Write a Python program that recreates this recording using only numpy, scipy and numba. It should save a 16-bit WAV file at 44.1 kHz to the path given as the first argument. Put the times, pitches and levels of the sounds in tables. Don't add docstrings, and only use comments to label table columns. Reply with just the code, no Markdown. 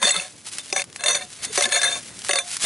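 import sys
import numpy as np
from scipy import signal
from scipy.fft import rfft, irfft, next_fast_len
from scipy.io import wavfile
from scipy.ndimage import uniform_filter1d
from numba import njit

SR = 44100
rng = np.random.default_rng(int(sys.argv[2]) if len(sys.argv) > 2 else 0)


def transcribe(signal):
    frames = np.atleast_2d(signal).T
    limited = np.clip(frames, -1, 1)
    pcm = np.round(limited * 32767).astype(np.int16)
    wavfile.write(sys.argv[1], SR, pcm)


def level_to_linear(level):
    exponent = np.asarray(level, float) / 20
    return 10 ** exponent


N = 116865
T = np.arange(N) / SR

# (frequency [Hz], level [dB per Hz])
WASH_SPECTRUM = [(20, -26), (50, -20), (100, -5), (200, -4.5), (400, -10), (900, -18.5), (2500, -21.5),
                 (11000, -23.5)]
# (time [s], peak [dB], handle share [dB], clang share [dB], chime share [dB])
BLOWS = [(0.027, -11.5, 5, 9, -10), (0.0525, -26, 5, -8, -7), (0.069, -12.5, 14.5, 5, -10),
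         (0.078, -10.5, -5, 0, -13), (0.091, -13, 10, -13, -7), (0.106, -9.5, 2, 0, -4),
         (0.163, -18, -2, 19.5, -26), (0.593, -26.5, 4, 9, -6), (0.7, -28.5, 5, 6, 10),
         (0.726, -16, 15.5, -1, 14.5), (0.762, -10, 13.5, -4, 12), (0.818, -14, -1, 0, -26),
         (1.037, -10.5, -17, -7, 5), (1.06, -10.5, 9.5, 6.5, -19), (1.082, -8, 3, 6.5, 3),
         (1.151, -12, 9, -7, -4), (1.575, -8.5, 15.5, -18, 13.5), (1.608, -8, 13.5, -7, 18.5),
         (1.622, -9, 5, -3, 5), (1.637, -13.5, 6, 13.5, 4), (1.654, -9, 14.5, -2, 2), (1.722, -12, 8, 6, 1),
         (1.815, -13.5, 6, 6, 9), (1.831, -10, 6.5, 3, 5), (2.292, -10.5, 17, -1, -5),
         (2.309, -10.5, 9.5, -1, 6), (2.332, -9, 14, 1, -2), (2.356, -10.5, 11, -4, 1),
         (2.386, -11.5, -1, 4.5, 2)]
# (peak time [s], rise [s], fall [s], level [dB], handle share [dB])
DRAGS = [(0.034, 0.024, 0.015, -25.5, 10), (0.06, 0.018, 0.054, -23.5, 0), (0.144, 0.0091, 0.044, -24, 4.5),
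         (0.216, 0.03, 0.05, -37, 14.5), (0.794, 0.039, 0.015, -28.5, 14), (1.013, 0.02, 0.021, -35.5, 12),
         (1.042, 0.0078, 0.031, -39.5, 23), (1.091, 0.021, 0.03, -20.5, 10.5),
         (1.16, 0.027, 0.019, -24.5, 9), (1.209, 0.057, 0.033, -38.5, 15), (1.445, 0.043, 0.074, -39, 1),
         (1.583, 0.006, 0.0072, -20.5, 21), (1.631, 0.021, 0.073, -32.5, 16.5),
         (1.729, 0.013, 0.0034, -21.5, -13), (1.765, 0.03, 0.021, -19.5, 8.5),
         (1.831, 0.022, 0.052, -25, 10), (1.929, 0.044, 0.055, -33, 10), (2.1, 0.0095, 0.069, -49, -15),
         (2.3, 0.0091, 0.014, -33, -7), (2.371, 0.023, 0.038, -31, 15), (2.645, 0.0093, 0.029, -27, 14)]
# (start [s], length [s], extra mode width [Hz])
CHOKES = [
    (0.143, 0.067, 30),
    (0.817, .06, 60),
    (1.176, 0.006, 50),
    (1.607, 0.01, 86.4),
    (1.649, 0.047, 50),
    (1.787, 0.024, 40),
    (1.99, .06, 40),
    (2.45, 0.0065, 35),
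]
BLADE_HZ = [2140, 2630, 3570, 3628, 4310, 5977, 6500, 6715, 7040, 7787, 8585, 8885, 9240, 9805]
# (width [Hz], level [dB]), wider dies sooner
BLADE_RING = [(129, -3), (60, -7), (22.5, -5.5), (23.7, -6), (164, -3.5), (12.3, -9), (18, -8.5),
              (45.5, -5.5), (40, -17), (25.1, -10), (30, -9), (60, -2.5), (88, -7.5), (21.5, -10)]
HANDLE_HZ = [10805, 580, 715, 1108, 1295, 1650, 1745]
# (width [Hz], level [dB])
HANDLE_RING = [(114, -11), (24, -16.5), (20.8, -19), (35, -23), (50, -31.5), (50, -22.5), (60, -20)]
# (frequency [Hz], level [dB per Hz])
SOIL_SPECTRUM = [(150, -45), (450, -22), (1000, -5), (2200, 0), (5000, -1), (11000, -4)]
# (peak time [s], rise [s], fall [s], level [dB])
BRUSHES = [(0.03, 0.012, 0.065, -21.5), (.2, 0.066, 0.11, -33), (.38, 0.034, 0.23, -47),
           (0.479, 0.019, 0.017, -29), (0.538, 0.019, 0.024, -31), (0.588, 0.023, 0.02, -34),
           (.67, 0.072, 0.12, -36.5), (0.791, 0.025, 0.024, -29), (.965, 0.036, 0.039, -40),
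           (1.07, 0.019, 0.19, -33), (1.33, 0.044, 0.16, -40), (1.444, 0.015, 0.015, -21),
           (1.565, 0.035, 0.01, -22), (1.629, 0.059, 0.033, -20.5), (1.692, 0.0041, 0.077, -44),
           (1.778, 0.076, 0.25, -28), (2.089, 0.02, 0.013, -38.5), (2.2, 0.05, 0.017, -38.5),
           (2.27, 0.041, 0.019, -28.5), (2.36, 0.058, 0.26, -38), (2.539, 0.048, 0.032, -25.5),
           (2.645, 0.029, 0.022, -12.5)]
# (frequency [Hz], level [dB per Hz])
GRASS_SPECTRUM = [(150, -42), (500, -11), (2200, 0.5), (11000, 2.5)]
# (time [s], peak [dB])
SNAPS = [(0.472, -18), (0.528, -21), (0.574, -19), (0.584, -7), (0.841, -15), (0.9, -26), (0.928, -23),
         (0.961, -14), (1.008, -15.5), (1.438, -23), (1.452, -20), (1.558, -12), (1.691, -11.5),
         (2.191, -16.5), (2.219, -14.5), (2.248, -10.5), (2.286, -11.5), (2.568, -10), (2.598, -18)]
# (peak time
# [s], frequency [Hz], fall [s], level [dB])
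CLINKS = [(.029, 1021, 0.0039, -18), (0.036, 2100, .004, -23), (.04, 208, 0.019, -35),
          (0.054, 3550, 0.0064, -11), (.055, 451.7, 0.0025, -20), (.063, 4470, 0.0034, -21),
          (.071, 4350, 0.0046, -19), (.081, 1750, 0.0061, -24.5), (0.096, 2720, 0.0051, -18.5),
          (0.125, 3600, 0.018, -23), (.162, 1310, 0.021, -29), (0.199, 2650, .004, -23),
          (0.7273, 2464, 0.0015, -15), (0.7277, 5070, 0.00099, -16), (.764, 1753, 0.0025, -15.5),
          (.78, 2220, 0.0025, -18), (0.797, 2500, 0.0027, -18), (1.112, 5980, 0.044, -21.5),
          (1.116, 3653, 0.016, -20), (1.151, 3610, 0.011, -27), (1.171, 3580, 0.0075, -23.5),
          (1.148, 2330, 0.003, -24), (1.164, 2200, 0.0041, -28), (1.196, 2110, 0.0056, -33),
          (1.624, 2100, 0.0092, -21), (1.66, 1735, 0.0085, -18.5), (1.726, 1700, .005, -19.5),
          (1.765, 1746, 0.0065, -22), (1.793, 1643, 0.0083, -24.5), (1.794, 3600, 0.015, -25.5),
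          (1.838, 1680, 0.013, -17), (1.861, 3606, 0.012, -19.5), (1.882, 3640, 0.017, -20.5),
          (1.88, 1682, 0.0094, -24), (1.904, 1663, 0.011, -32), (1.93, 3597, 0.022, -24),
          (2.312, 2920, 0.0035, -24.5), (2.311, 2104, 0.0065, -22.5), (2.357, 4730, 0.0019, -15),
          (2.366, 4400, 0.0035, -23), (2.374, 3610, 0.02, -23.5), (2.39, 2370, 0.0088, -22),
          (2.42, 711, 0.074, -41.5), (.093, 4350, 0.0042, -16), (.121, 4200, 0.0044, -20),
          (1.773, 700, 0.012, -25.5), (2.388, 9180, 0.0074, -19.5), (.113, 7780, 0.0093, -17.5),
          (0.093, 6700, .004, -14), (1.68, 370, 0.014, -34.5)]
# (peak time [s], frequency [Hz], rise [s], fall [s], level [dB])
THUDS = [
    (0.183, 176, 0.017, 0.014, -37.5),
    (0.728, 390, 0.00079, 0.0097, -25.5),
    (1.509, 436, 0.011, 0.0073, -34.5),
    (1.58, 391, 0.00061, 0.012, -20),
    (1.663, 232, 0.013, 0.016, -36),
    (2.296, 405, 0.0022, 0.0096, -26),
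    (2.333, 367, 0.002, 0.0073, -31.5),
]

CLANG_HZ, CHIME_HZ = 3600, 5977


def evened(x):
    return x / np.sqrt(np.mean(x ** 2) + 1e-20)


def coloured(x, points, tilt_db=0):
    hz, db = np.transpose(points)
    size = next_fast_len(len(x) + 2048)
    octaves = np.log2(np.fft.rfftfreq(size, 1 / SR) + 1)
    shape_db = np.interp(octaves, np.log2(hz), db) + tilt_db * (octaves - 12)
    return irfft(rfft(x, size) * level_to_linear(shape_db), size)[:len(x)]


def swell(peak, rise, fall, db):
    width = np.where(T < peak, max(rise, 0.0005), max(fall, 0.002))
    return level_to_linear(db) * np.exp(-((T - peak) / width) ** 2)


def drift(per_s):
    at = np.arange(0, T[-1] + 1, 1 / 400)
    steps = uniform_filter1d(rng.standard_normal(len(at)), max(int(400 / per_s), 1))
    return np.interp(T, at, evened(steps))


def grains(per_s, spread_db):
    hit = rng.random(N) < per_s / SR
    size = level_to_linear(spread_db * np.minimum(rng.exponential(1, N), 4))
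    noise = rng.standard_normal(N)
    return evened(hit * size * np.sign(noise) + 0.046 * noise)


def burst(noise, s, fade_s):
    at = round(s * SR)
    part = noise * np.exp(-np.arange(len(noise)) / (SR * max(fade_s, 2e-4)))
    return slice(at, at + len(noise)), part / np.abs(part).max()


@njit
def ring(drive, pole):
    out, z = np.zeros(len(drive)), 0j
    for i in range(len(drive)):
        z = z * pole[i] + drive[i]
        out[i] = z.imag
    return out


def wash():
    mid = evened(coloured(rng.standard_normal(N), WASH_SPECTRUM))
    side = evened(coloured(rng.standard_normal(N), WASH_SPECTRUM)) * level_to_linear(-11)
    return level_to_linear(-48.5 + 2.6 * drift(per_s=7)) * np.array([mid + side, mid - side])


def dragged_grit():
    grit = grains(per_s=2600, spread_db=3) * level_to_linear(1.5 * drift(per_s=70))
    steel = grit * sum(swell(*drag[:4]) for drag in DRAGS)
    wood = grit * sum(swell(peak, rise, fall, db + handle_db) for peak, rise, fall, db, handle_db in DRAGS)
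    return steel, wood


def blows(mode_hz, is_handle):
    touch_s, crack_s, smear_s = 0.001, 0.0047, 0.0025
    tick_db, ring_db, scatter_db = -3, 3, 2.2
    count = len(mode_hz)
    is_clang, is_chime = np.abs(mode_hz - CLANG_HZ) < 50, mode_hz == CHIME_HZ
    crack, kicks = np.zeros(N), np.zeros((count, N))
    for s, db, handle_db, clang_db, chime_db in BLOWS:
        onset = np.minimum(T[:1024] / touch_s + 0.12, 1)
        at, crunch = burst(rng.standard_normal(1024) * onset, s, crack_s)
        crack[at] += level_to_linear(db) * crunch
        crack[at.start] -= level_to_linear(db + tick_db)
        luck = rng.standard_normal(count)
        share_db = scatter_db * luck + handle_db * is_handle
        share_db = np.where(is_clang, clang_db, np.where(is_chime, chime_db, share_db))
        late = rng.permutation(count) / count * smear_s
        start = np.round((s + late) * SR).astype(int)
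        kicks[np.arange(count), start] += level_to_linear(db + ring_db + share_db) * np.sign(luck) * 4
    return crack, kicks


def choked_ring(hz, width, db, drive, choke):
    pulled_hz = hz + 0.74 * width * drift(per_s=12)
    damping = np.abs(width + choke * min(hz / CLANG_HZ, 1))
    pole = np.exp(np.pi / SR * (2j * pulled_hz - damping))
    return level_to_linear(db) * np.sqrt(width / 300) * ring(drive, pole)


def hoe():
    mode_hz = np.array(BLADE_HZ + HANDLE_HZ)
    is_handle = np.arange(len(mode_hz)) > len(BLADE_RING)
    steel, wood = dragged_grit()
    crack, drive = blows(mode_hz, is_handle)
    for i, on_handle in enumerate(is_handle):
        drive[i] += (wood if on_handle else steel) * level_to_linear(2.5 * drift(per_s=60))
    choke = sum(width * ((T > s) & (T < s + length)) for s, length, width in CHOKES)
    rung = sum(choked_ring(hz, width, db, push, choke)
               for hz, (width, db), push in zip(mode_hz, BLADE_RING + HANDLE_RING, drive))
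    rung = signal.sosfilt(signal.butter(4, 480, "high", fs=SR, output="sos"), rung)
    return 0.18 * rung + coloured(crack + level_to_linear(-15) * steel, SOIL_SPECTRUM)


def grass():
    snap_s, fizz_db = 0.0011, -11
    crackle = grains(per_s=4000, spread_db=3.1) * level_to_linear(1.6 * drift(per_s=90))
    out = evened(coloured(crackle, GRASS_SPECTRUM)) * sum(swell(*brush) for brush in BRUSHES)
    low_cut = signal.butter(1, 1500, "high", fs=SR)
    for s, db in SNAPS:
        noise = rng.standard_normal(1024)
        at, tick = burst(noise, s, snap_s)
        fizz = burst(noise[::-1], s, 6 * snap_s)[1]
        snap = signal.lfilter(*low_cut, tick + level_to_linear(fizz_db) * fizz)
        out[at] += level_to_linear(db) * snap / np.abs(snap).max()
    return out


def stone_clinks():
    shake = drift(per_s=200)
    clock = T + 0.003 * np.cumsum(shake) / SR
    flutter = level_to_linear(3 * shake[::-1])
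    out = np.zeros(N)
    for s, hz, fall, db in CLINKS:
        out += swell(s, 0.45 * fall, fall, db) * flutter * np.sin(2 * np.pi * hz * clock)
    return out


def thuds():
    return sum(swell(s, rise, fall, db) * np.sin(2 * np.pi * hz * (T - s))
               for s, hz, rise, fall, db in THUDS)


def ground_echo(near):
    fade = np.exp(-np.arange(1024) / (SR * 0.0033))
    turn = 2 * np.pi * 1.0 * T
    echo = np.zeros(N)
    for weight in (np.sin(turn), np.cos(turn)):
        taps = rng.standard_normal(1024) * fade
        echo += signal.oaconvolve(near * weight, taps / np.linalg.norm(taps))[:N]
    return level_to_linear(-14.5) * coloured(echo, [(100, 0), (20000, 0)], tilt_db=-1.5)


def scene():
    near = hoe() + grass() + stone_clinks() + thuds()
    side = ground_echo(near)
    balance = level_to_linear(np.array([[0.5], [-0.5]]))
    return np.array([near + side, near - side]) * balance + wash()


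def band_limit(x):
    return signal.sosfilt(signal.butter(12, 12360, fs=SR, output="sos"), x)


def record(dry):
    ceiling, edge_hz = 0.69, 11076
    limited = ceiling * np.tanh(dry / ceiling)
    size = next_fast_len(N + 2048)
    over_khz = (np.fft.rfftfreq(size, 1 / SR) - edge_hz) / 1000
    edge_db = -23.5 * np.clip(over_khz / 0.3 + 0.5, 0, 1)
    edge_db = edge_db - 34 * np.maximum(over_khz, 0)
    mix = irfft(rfft(limited, size) * level_to_linear(edge_db), size)[:, :N]
    return band_limit(mix)


dry = scene()
out = record(dry)
transcribe(out)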